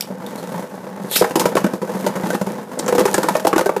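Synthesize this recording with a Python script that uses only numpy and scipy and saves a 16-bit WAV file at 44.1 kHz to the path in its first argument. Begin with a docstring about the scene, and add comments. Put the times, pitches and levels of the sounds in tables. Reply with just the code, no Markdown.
"""A whirr is heard first: a toy top runs round a thin plastic arena on the floor of a small room, as a launcher snaps.
A toothed cord rips through the launcher, and a second top drops in and bounces; the two rattle round the dish,
knock against its wall and clash. Friction and impacts are noise grains through the colours of the parts,
with decaying sines for dish, wall and rim. Dense reflections follow; a close, overloaded microphone rounds the peaks."""
import sys
import numpy as np
from scipy import signal
from scipy.fft import rfft, irfft
from scipy.io import wavfile

SR = 44100
rng = np.random.default_rng(int(sys.argv[2]) if len(sys.argv) > 2 else 0)


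def wav_record(signal):
    """Record a signal, one row per channel, as 16-bit PCM in the file named by sys.argv[1]."""
    frames = np.transpose(np.atleast_2d(signal))
    bounded = np.clip(frames, -1, 1)
    # unit amplitude maps onto the largest positive 16-bit level
    quanta = np.round(bounded * 32767).astype(np.int16)
    wavfile.write(sys.argv[1], SR, quanta)


N = 167580
TIME = np.arange(N) / SR
SHORT = TIME[:6000]  # time axis of one short sound
LEVEL_S = .01  # a short sound at 0 dB has the energy of unit rms over this time
GRAINS_PER_S = 3200


def from_db(db):
    """Logarithmic level: decibels become an amplitude factor."""
    return 10 ** (np.asarray(db) / 20)


def rms_one(x):
    """Power normalisation: scale to unit rms."""
    return x / np.sqrt(np.mean(x ** 2) + 1e-20)


def unit_burst(x):
    """Energy normalisation: scale a short sound to the energy of unit rms over LEVEL_S."""
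    return x / np.sqrt(np.sum(x ** 2) / (LEVEL_S * SR) + 1e-20)


def in_time(rows):
    """Linear interpolation: timed rows become control curves, one value per sample."""
    times_s, *columns = np.transpose(rows)
    return [np.interp(TIME, times_s, column) for column in columns]


def add(out, start_s, x):
    """Superposition: mix x into out from its start time."""
    i = int(start_s * SR)
    out[i:i + len(x)] += x[:N - i]


def body(points, size=4096):
    """Minimum phase: folding the cepstrum gives a causal impulse response with the given colour."""
    points_hz, points_db = np.transpose(points)
    log_hz = np.log(np.fft.rfftfreq(size, 1 / SR) + 1)
    log_gain = np.log(from_db(np.interp(log_hz, np.log(points_hz), points_db)))
    cepstrum = irfft(log_gain)
    cepstrum[1:size // 2] *= 2
    cepstrum[size // 2 + 1:] = 0
    return irfft(np.exp(rfft(cepstrum)))[:size // 2]


def through(x, response):
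    """Linear excitation: convolve x with an impulse response."""
    return signal.fftconvolve(x, response)[:len(x)]


def resonate(x, hz, width_hz):
    """Damped resonance: a pole pair whose radius sets the bandwidth."""
    radius = np.exp(-np.pi * width_hz / SR)
    poles = [1, -2 * radius * np.cos(2 * np.pi * hz / SR), radius ** 2]
    return signal.lfilter([1, 0, -1], poles, x)


def grains(count):
    """Asperity noise: sparse tiny impacts of random size and sign over a fainter steady noise."""
    impacts = rng.random(count) < GRAINS_PER_S / SR
    return rng.standard_normal(count) * (0.16 + impacts)


def contact(rise_s, hold_s, fall_s):
    """Contact force: exponential approach from zero, with exponential release after the hold."""
    attack = 1 - np.exp(-SHORT / rise_s)
    release = np.exp(-np.maximum(SHORT - hold_s, 0) / fall_s)
    return attack * release


def blend(tone, noise, share):
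    """Energy partition: a short sound of unit energy, mixed with the given energy share for the tone."""
    return unit_burst(np.sqrt(share) * unit_burst(tone) + np.sqrt(1 - share) * unit_burst(noise))


def pulsing(rate, jitter, fall_s, spread_db, floor, count):
    """Quasi-periodic excitation: jittered jolts die away over a steady pressure; rms 1."""
    draws = rng.standard_normal((count, 2))
    at = ((np.arange(count) + jitter * draws[:, 0]) / rate * SR).astype(int)
    keep = (at >= 0) & (at < N)
    jolts = np.zeros(N)
    jolts[at[keep]] = from_db(spread_db * np.clip(draws[keep, 1], -2, 2))
    dying = signal.lfilter([1], [1, -np.exp(-1 / (fall_s * SR))], jolts)
    return rms_one(floor + dying)


# The tips running on the dish, quieter while a top is in the air.
# Each row: time in seconds, level of the rumble in dB, level of the hiss in dB.
RUNNING_LEVELS = [(0, -36, -43), (.17, -33.5, -54), (.3, -29, -45), (.45, -30.5, -46), (.59, -26.5, -41.5),
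                  (.68, -33, -50), (.8, -32.5, -50.5), (.97, -33, -53), (1.08, -30.5, -45),
                  (1.3, -32.5, -39), (1.345, -33, -51), (1.42, -21.5, -37), (1.5, -31, -39),
                  (1.545, -28, -51), (1.6, -30, -39), (1.69, -26.5, -48), (1.76, -27, -43),
                  (1.805, -45, -58), (1.84, -29, -47), (2.0, -25, -38.5), (2.12, -25, -44.5),
                  (2.21, -26, -44.5), (2.28, -23, -38), (2.39, -37, -44), (2.55, -26.5, -46),
                  (2.68, -34, -52.5), (2.76, -31.5, -48), (2.83, -26, -45), (3.1, -24, -36.5),
                  (3.33, -27.5, -37.5), (3.43, -31, -44), (3.6, -40, -45), (3.8, -31, -49.5)]
# Colour of the dish's rumble. Each row: frequency in Hz, relative level in dB per Hz.
RUMBLE_COLOUR = [(25, -39), (70, -32), (100, -19.5), (130, -5), (195, 3), (240, 0.5), (310, -6),
                 (400, -5.5), (500, 0), (600, -3.5), (720, -10), (880, -3.5), (1000, -9), (1200, -14),
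                 (1400, -16), (1550, -15), (2000, -20.5), (2800, -31), (5000, -34), (16000, -58)]
# Colour of the fine scratch. Each row: frequency in Hz, relative level in dB per Hz.
HISS_COLOUR = [(700, -18), (2500, -1.5), (3700, 0), (4800, -1.5), (6300, 1.5), (8500, -1), (11500, 0.5),
               (15300, -6.5)]


def running():
    """Rolling and sliding friction: wobbling tips bump along the rumbling dish; each turn adds a fine scratch."""
    rumble_db, hiss_db = in_time(RUNNING_LEVELS)
    bumps = pulsing(rate=45, jitter=.22, fall_s=0.0089, spread_db=3, floor=0.49, count=260)
    turns = pulsing(rate=114, jitter=.1, fall_s=0.00093, spread_db=7, floor=1, count=650)
    rumble = rms_one(through(rng.standard_normal(N) * bumps, body(RUMBLE_COLOUR)))
    scratch = grains(N) * turns * np.sqrt(np.abs(bumps))
    hiss = rms_one(through(scratch, body(HISS_COLOUR)))
    return from_db(rumble_db) * rumble + from_db(hiss_db) * hiss


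CONTACT_RISE_S = 0.00031  # shared by the cord's jolt and the blows
# The launcher is handled and latches.
# Each row: start in seconds, level in dB, ring frequency in Hz, fall time in seconds.
LAUNCHER_SNAPS = [(.0085, -20, 5350, 0.0017), (0.023, -31, 3350, 0.0026), (0.264, -36, 3750, 0.0026),
                  (0.379, -37, 4200, 0.028), (1.113, -24, 11400, 0.0033), (1.162, -18, 5400, 0.0019),
                  (1.167, -21.5, 2600, 0.0016)]
SNAP_RING_SHARE, SNAP_WIDTH_HZ = .45, 500  # energy share and bandwidth of the ring
# The pull of the toothed cord.
# Each row: time in seconds, level in dB, teeth per second, pitch of the gear's whine in Hz.
CORD_PULL = [(1.08, -49, 300, 3863), (1.11, -34, 360, 3944), (1.125, -22, 550, 3716),
             (1.154, -21.5, 700, 3400), (1.162, -12, 770, 4335), (1.172, -13.5, 2600, 5000),
             (1.186, -21.5, 630, 5390), (1.208, -22, 1000, 5270), (1.22, -38, 1100, 4940),
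             (1.24, -59, 900, 5070)]
WHINE_SHARE, WHINE_WIDTH_HZ = .55, 900  # amplitude against the rasp, and bandwidth
# Colour of the launcher's housing. Each row: frequency in Hz, relative level in dB per Hz.
HOUSING_COLOUR = [(100, -25), (600, -31), (1800, -2.5), (3600, 1), (4400, -0.5), (5500, -3), (8000, 2),
                  (11000, 3), (13500, 2.5), (15500, -6.5)]
# Colour of the cord's jerk on the housing. Each row: frequency in Hz, relative level in dB per Hz.
JOLT_COLOUR = [(100, -7), (300, 8), (700, 0), (1500, 3), (2800, -7), (5000, -22), (15000, -35)]
CORD_JOLT_S, CORD_JOLT_DB, CORD_JOLT_FALL_S = 1.16, -18, 0.002  # the fall time is also the hold


def cord_zip(housing):
    """Ratchet modulation: a sawtooth at the tooth rate shapes noise, beside the gear's narrow-band whine."""
    level_db, teeth_per_s, whine_hz = in_time(CORD_PULL)
    tooth = 1 - np.cumsum(teeth_per_s) / SR % 1
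    rasp = rms_one(through(rng.standard_normal(N) * tooth, housing))
    low_pass = signal.butter(2, WHINE_WIDTH_HZ / 2, fs=SR, output="sos")
    chatter = signal.sosfilt(low_pass, rng.standard_normal(N))
    whine = rms_one(chatter * np.sin(2 * np.pi * np.cumsum(whine_hz) / SR))
    pulled = TIME > CORD_PULL[0][0]
    return from_db(level_db) * pulled * rms_one(rasp + WHINE_SHARE * whine)


def launcher():
    """Impulsive excitation: small plastic snaps ring, the cord zips through and jerks the housing."""
    housing = body(HOUSING_COLOUR)
    out = cord_zip(housing)
    for start_s, snap_db, ring_hz, fall_s in LAUNCHER_SNAPS:
        crack = through(grains(len(SHORT)) * np.exp(-SHORT / fall_s), housing)
        ring = resonate(crack, ring_hz, SNAP_WIDTH_HZ)
        add(out, start_s, from_db(snap_db) * blend(ring, crack, SNAP_RING_SHARE))
    jerk = grains(len(SHORT)) * contact(CONTACT_RISE_S, CORD_JOLT_FALL_S, CORD_JOLT_FALL_S)
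    jolt = through(jerk, body(JOLT_COLOUR))
    add(out, CORD_JOLT_S, from_db(CORD_JOLT_DB) * unit_burst(jolt))
    return out


# Blows on the arena, with levels as energy over LEVEL_S before the dish's low cut.
# Each row: start in seconds, contact length in seconds, pitch of the dish in Hz, pitch of the wall in Hz,
# level of the knock in dB, level of the clack in dB, level of the tick in dB.
ARENA_BLOWS = [(0.101, 0.013, 218, 800, -21.5, -41.5, -63), (1.04, 0.015, 188, 1040, -23.5, -51, -57),
               (1.212, 0.0021, 463, 760, -5, -22, -27), (1.22, 0.0048, 485, 1010, -13, -14.5, -27),
               (1.241, 0.014, 640, 805, -21, -16, -29), (1.308, 0.0062, 297, 823, -22.5, -25, -37),
               (1.356, 0.0018, 330, 970, -10.5, -16, -19.5), (1.368, 0.0055, 490, 900, -15.5, -20.5, -46),
               (1.396, 0.021, 486, 900, -17, -19.5, -16), (1.414, 0.0073, 340, 1010, -19.5, -18.5, -31),
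               (1.455, 0.0068, 486, 970, -8, -15, -21.5), (1.553, 0.005, 347, 1500, -10, -24, -27),
               (1.568, 0.0039, 574, 1087, -12, -12.5, -25), (1.58, 0.0033, 323, 920, -25, -29, -30),
               (1.643, 0.0022, 216, 870, -8.5, -19, -30), (1.664, 0.014, 590, 1515, -19.5, -25.5, -34.5),
               (1.734, 0.0099, 193, 1020, -15, -26, -36.5), (1.816, 0.014, 200, 994, -20, -27.5, -38.5),
               (1.828, 0.0065, 505, 920, -19, -34, -44), (1.893, 0.027, 460, 898, -22, -27.5, -41),
               (2.048, 0.0031, 392, 986, -23, -30, -41), (2.064, 0.021, 580, 914, -12.5, -17.5, -24.5),
               (2.156, 0.03, 585, 852, -23, -25, -34), (2.233, 0.014, 190, 780, -29, -25.5, -43),
               (2.257, 0.015, 328, 867, -22, -25, -37), (2.303, 0.0015, 550, 1550, -17, -23.5, -29),
               (2.331, 0.015, 484, 1820, -18, -30, -34.5), (2.345, 0.014, 215, 814, -15.5, -20, -30),
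               (2.413, 0.006, 200, 1010, -14, -25, -33), (2.466, 0.018, 190, 880, -19.5, -24.5, -37.5),
               (2.501, 0.013, 208, 915, -20.5, -32, -57), (2.714, 0.01, 220, 994, -31, -33, -44),
               (2.773, 0.0035, 516, 970, -23.5, -45, -58), (2.792, 0.0091, 330, 820, -21, -27, -28),
               (2.88, 0.0085, 473, 1050, -17, -21, -26), (2.888, 0.011, 500, 780, -17.5, -25, -30),
               (2.925, 0.0018, 472, 1000, -9, -20.5, -30), (2.95, 0.0087, 473, 790, -12.5, -20.5, -26.5),
               (2.981, 0.0035, 467, 1034, -9.5, -16, -24.5), (2.993, 0.0036, 340, 1170, -16, -19, -22.5),
               (3.003, 0.018, 481, 895, -9, -18.5, -26), (3.054, 0.0066, 408, 840, -9, -15, -21),
               (3.075, 0.016, 366, 890, -26, -20.5, -33), (3.143, 0.006, 386, 1690, -16, -14.5, -20),
               (3.18, 0.0049, 520, 1015, -10.5, -18, -23.5), (3.231, 0.0039, 290, 950, -24, -19, -24.5),
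               (3.241, 0.0046, 328, 1150, -16.5, -21.5, -38), (3.286, 0.0052, 684, 877, -16, -10.5, -21.5),
               (3.352, 0.0066, 615, 930, -10, -17, -29), (3.366, 0.012, 523, 940, -21, -30, -29),
               (3.397, 0.0068, 517, 895, -28, -27, -33.5), (3.449, 0.01, 647, 1030, -9, -20, -30),
               (3.469, 0.007, 524, 805, -13, -10.5, -19), (3.475, 0.0027, 470, 940, -30, -31, -44),
               (3.529, 0.002, 453, 1120, -17.5, -13.5, -33), (3.533, 0.0096, 383, 1570, -14.5, -22, -37),
               (3.56, 0.007, 348, 807, -8.5, -15, -26.5), (3.58, 0.005, 626, 1450, -17, -15, -21.5),
               (3.592, 0.003, 544, 897, -14, -15, -27), (3.61, 0.0023, 560, 1260, -15, -20, -28),
               (3.659, 0.012, 392, 1538, -10, -21, -27), (3.692, 0.0025, 550, 1153, -11, -16, -34.5),
               (3.764, 0.006, 423, 884, -14, -19, -33.5)]
# Colour of the dish's panel. 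Each row: frequency in Hz, relative level in dB per Hz.
PANEL_COLOUR = [(30, -11), (80, -43.5), (160, -7), (250, -6.5), (340, 2), (480, 2), (600, -2), (800, -13),
                (1400, -37), (4000, -54)]
# Colour of the wall. Each row: frequency in Hz, relative level in dB per Hz.
WALL_COLOUR = [(200, -9.5), (600, -37), (720, -4), (880, 4), (1150, -5), (1350, -4.5), (1600, -7),
               (2000, -11), (2800, -18.5), (5000, -35), (16000, -57)]
# Colour of the hard rim. Each row: frequency in Hz, relative level in dB per Hz.
EDGE_COLOUR = [(500, -9), (2000, -4), (3200, -1), (5000, 0), (6500, 0.5), (9000, -2), (12000, -3),
               (15500, -8.5)]
KNOCK_RISE_S, KNOCK_FALL_S = 0.0019, 0.0048
CLACK_FALL_S, WALL_FALL_S = 0.0049, 0.0066
TICK_FALL_S, CRACK_FALL_S = 0.0076, 0.002
# energy shares: panel noise in the knock, wall ring in the clack, first touch in the tick
PANEL_SHARE, WALL_RING_SHARE, CRACK_SHARE = 0.41, 0.42, 0.12
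DISH_LOW_HZ = 127  # the small dish radiates little below this


def blows():
    """Impact with brief grinding: the dish knocks, the wall clacks, the hard rim ticks."""
    out = np.zeros(N)
    panel, wall, edge = body(PANEL_COLOUR), body(WALL_COLOUR), body(EDGE_COLOUR)
    for start_s, contact_s, dish_hz, wall_hz, knock_db, clack_db, tick_db in ARENA_BLOWS:
        hold_s = contact_s / 2
        flex = contact(KNOCK_RISE_S, hold_s, KNOCK_FALL_S) * np.sin(2 * np.pi * dish_hz * SHORT)
        ring = contact(CONTACT_RISE_S, hold_s, WALL_FALL_S) * np.sin(2 * np.pi * wall_hz * SHORT)
        press = contact(CONTACT_RISE_S, hold_s, CLACK_FALL_S)
        knock = blend(flex, through(grains(len(SHORT)) * press, panel), 1 - PANEL_SHARE)
        clack = blend(ring, through(grains(len(SHORT)) * press, wall), WALL_RING_SHARE)
        grind = grains(len(SHORT)) * contact(CONTACT_RISE_S, hold_s, TICK_FALL_S)
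        touch = grains(len(SHORT)) * np.exp(-SHORT / CRACK_FALL_S)
        tick = blend(through(touch, edge), through(grind, edge), CRACK_SHARE)
        add(out, start_s, from_db(knock_db) * knock + from_db(clack_db) * clack + from_db(tick_db) * tick)
    low_cut = signal.butter(2, DISH_LOW_HZ, "high", fs=SR, output="sos")
    return signal.sosfilt(low_cut, out)


# Modes of the dropped top's metal rim. Each row: frequency in Hz, mean relative level in dB.
RIM_MODES = [(5017, 2), (5235, -12), (9210, -7), (10410, 0), (10926, 1), (12255, -5)]
# Strokes that set the rim ringing. Each row: start in seconds, level in dB added to each mode's own.
RIM_STROKES = [(1.212, -41), (1.357, -34), (1.553, -46), (1.643, -58), (3.142, -52)]
RIM_T60_S = 0.26  # time to decay by 60 dB


def rim():
    """Modal vibration: inharmonic sines with one decay, their levels and phases varying by stroke."""
    out, t = np.zeros(N), TIME[:SR]
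    for start_s, stroke_db in RIM_STROKES:
        modes = np.zeros(len(t))
        for hz, mode_db in RIM_MODES:
            gain = from_db(mode_db + rng.normal(0, 2.2))
            modes += gain * np.sin(2 * np.pi * (hz * t + rng.random()))
        add(out, start_s, modes * from_db(stroke_db - 60 * t / RIM_T60_S))
    return out


# The tops' metal rims clash. Each row: start in seconds, level in dB, ring frequency in Hz.
RIM_CLASHES = [(2.790, -29, 8100), (2.793, -26.5, 7260), (2.795, -31, 4600), (2.862, -33, 6900),
               (2.88, -27, 6530), (2.888, -33, 7600), (2.895, -38, 6900), (3.142, -17.5, 7700)]
CLASH_WIDTH_HZ, CLASH_FALL_S = 1900, 0.0024


def clashes():
    """Heavily damped resonance: metal on metal gives short bright chinks through two broad filters."""
    out = np.zeros(N)
    for start_s, level_db, ring_hz in RIM_CLASHES:
        scrape = grains(len(SHORT)) * np.exp(-SHORT / CLASH_FALL_S)
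        ringing = resonate(scrape, ring_hz, CLASH_WIDTH_HZ)
        chink = resonate(ringing, ring_hz, 2 * CLASH_WIDTH_HZ)
        add(out, start_s, from_db(level_db) * unit_burst(chink))
    return out


# Bands of the reverberation.
# Each row: low edge in Hz, high edge in Hz, time to decay by 60 dB in seconds, level in dB.
ROOM_BANDS = [(93, 310, 0.15, -5.5), (310, 730, .3, -7.5), (750, 3730, 0.29, -8), (2470, 14000, 0.16, -11)]
ROOM_DELAY_S = 0.0038
RUN_WET = 0.99  # gain of the running tops into the room


def room(x):
    """Diffuse reverberation: dense reflections from the arena's cover and near walls, dying band by band."""
    t, tail = TIME[:SR // 2], 0
    for low_hz, high_hz, t60_s, level_db in ROOM_BANDS:
        band_pass = signal.butter(2, [low_hz, high_hz], "band", fs=SR, output="sos")
        band = signal.sosfilt(band_pass, rng.standard_normal(len(t)))
        band = band * from_db(-60 * t / t60_s) * (t > ROOM_DELAY_S)
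        bandwidth_share = (high_hz - low_hz) / (SR / 2)
        tail = tail + from_db(level_db) * band * np.sqrt(bandwidth_share / np.sum(band ** 2))
    return through(x, tail)


def scene():
    """Superposition of direct and reflected sound: running tops, launcher, blows, rim and clashes."""
    run = running()
    strikes = launcher() + blows() + rim() + clashes()
    return (strikes + run + room(strikes + RUN_WET * run))[None]


OVERLOAD = .76  # amplitude that the rounded peaks approach
CUTOFF_HZ = 15400


def record(dry):
    """Saturation and band limiting: peaks are rounded off and the top of the spectrum is cut."""
    rounded = dry / (1 + (dry / OVERLOAD) ** 4) ** .25
    top_cut = signal.ellip(12, .2, 80, CUTOFF_HZ, fs=SR, output="sos")
    return signal.sosfilt(top_cut, rounded)


dry = scene()
out = record(dry)
wav_record(out)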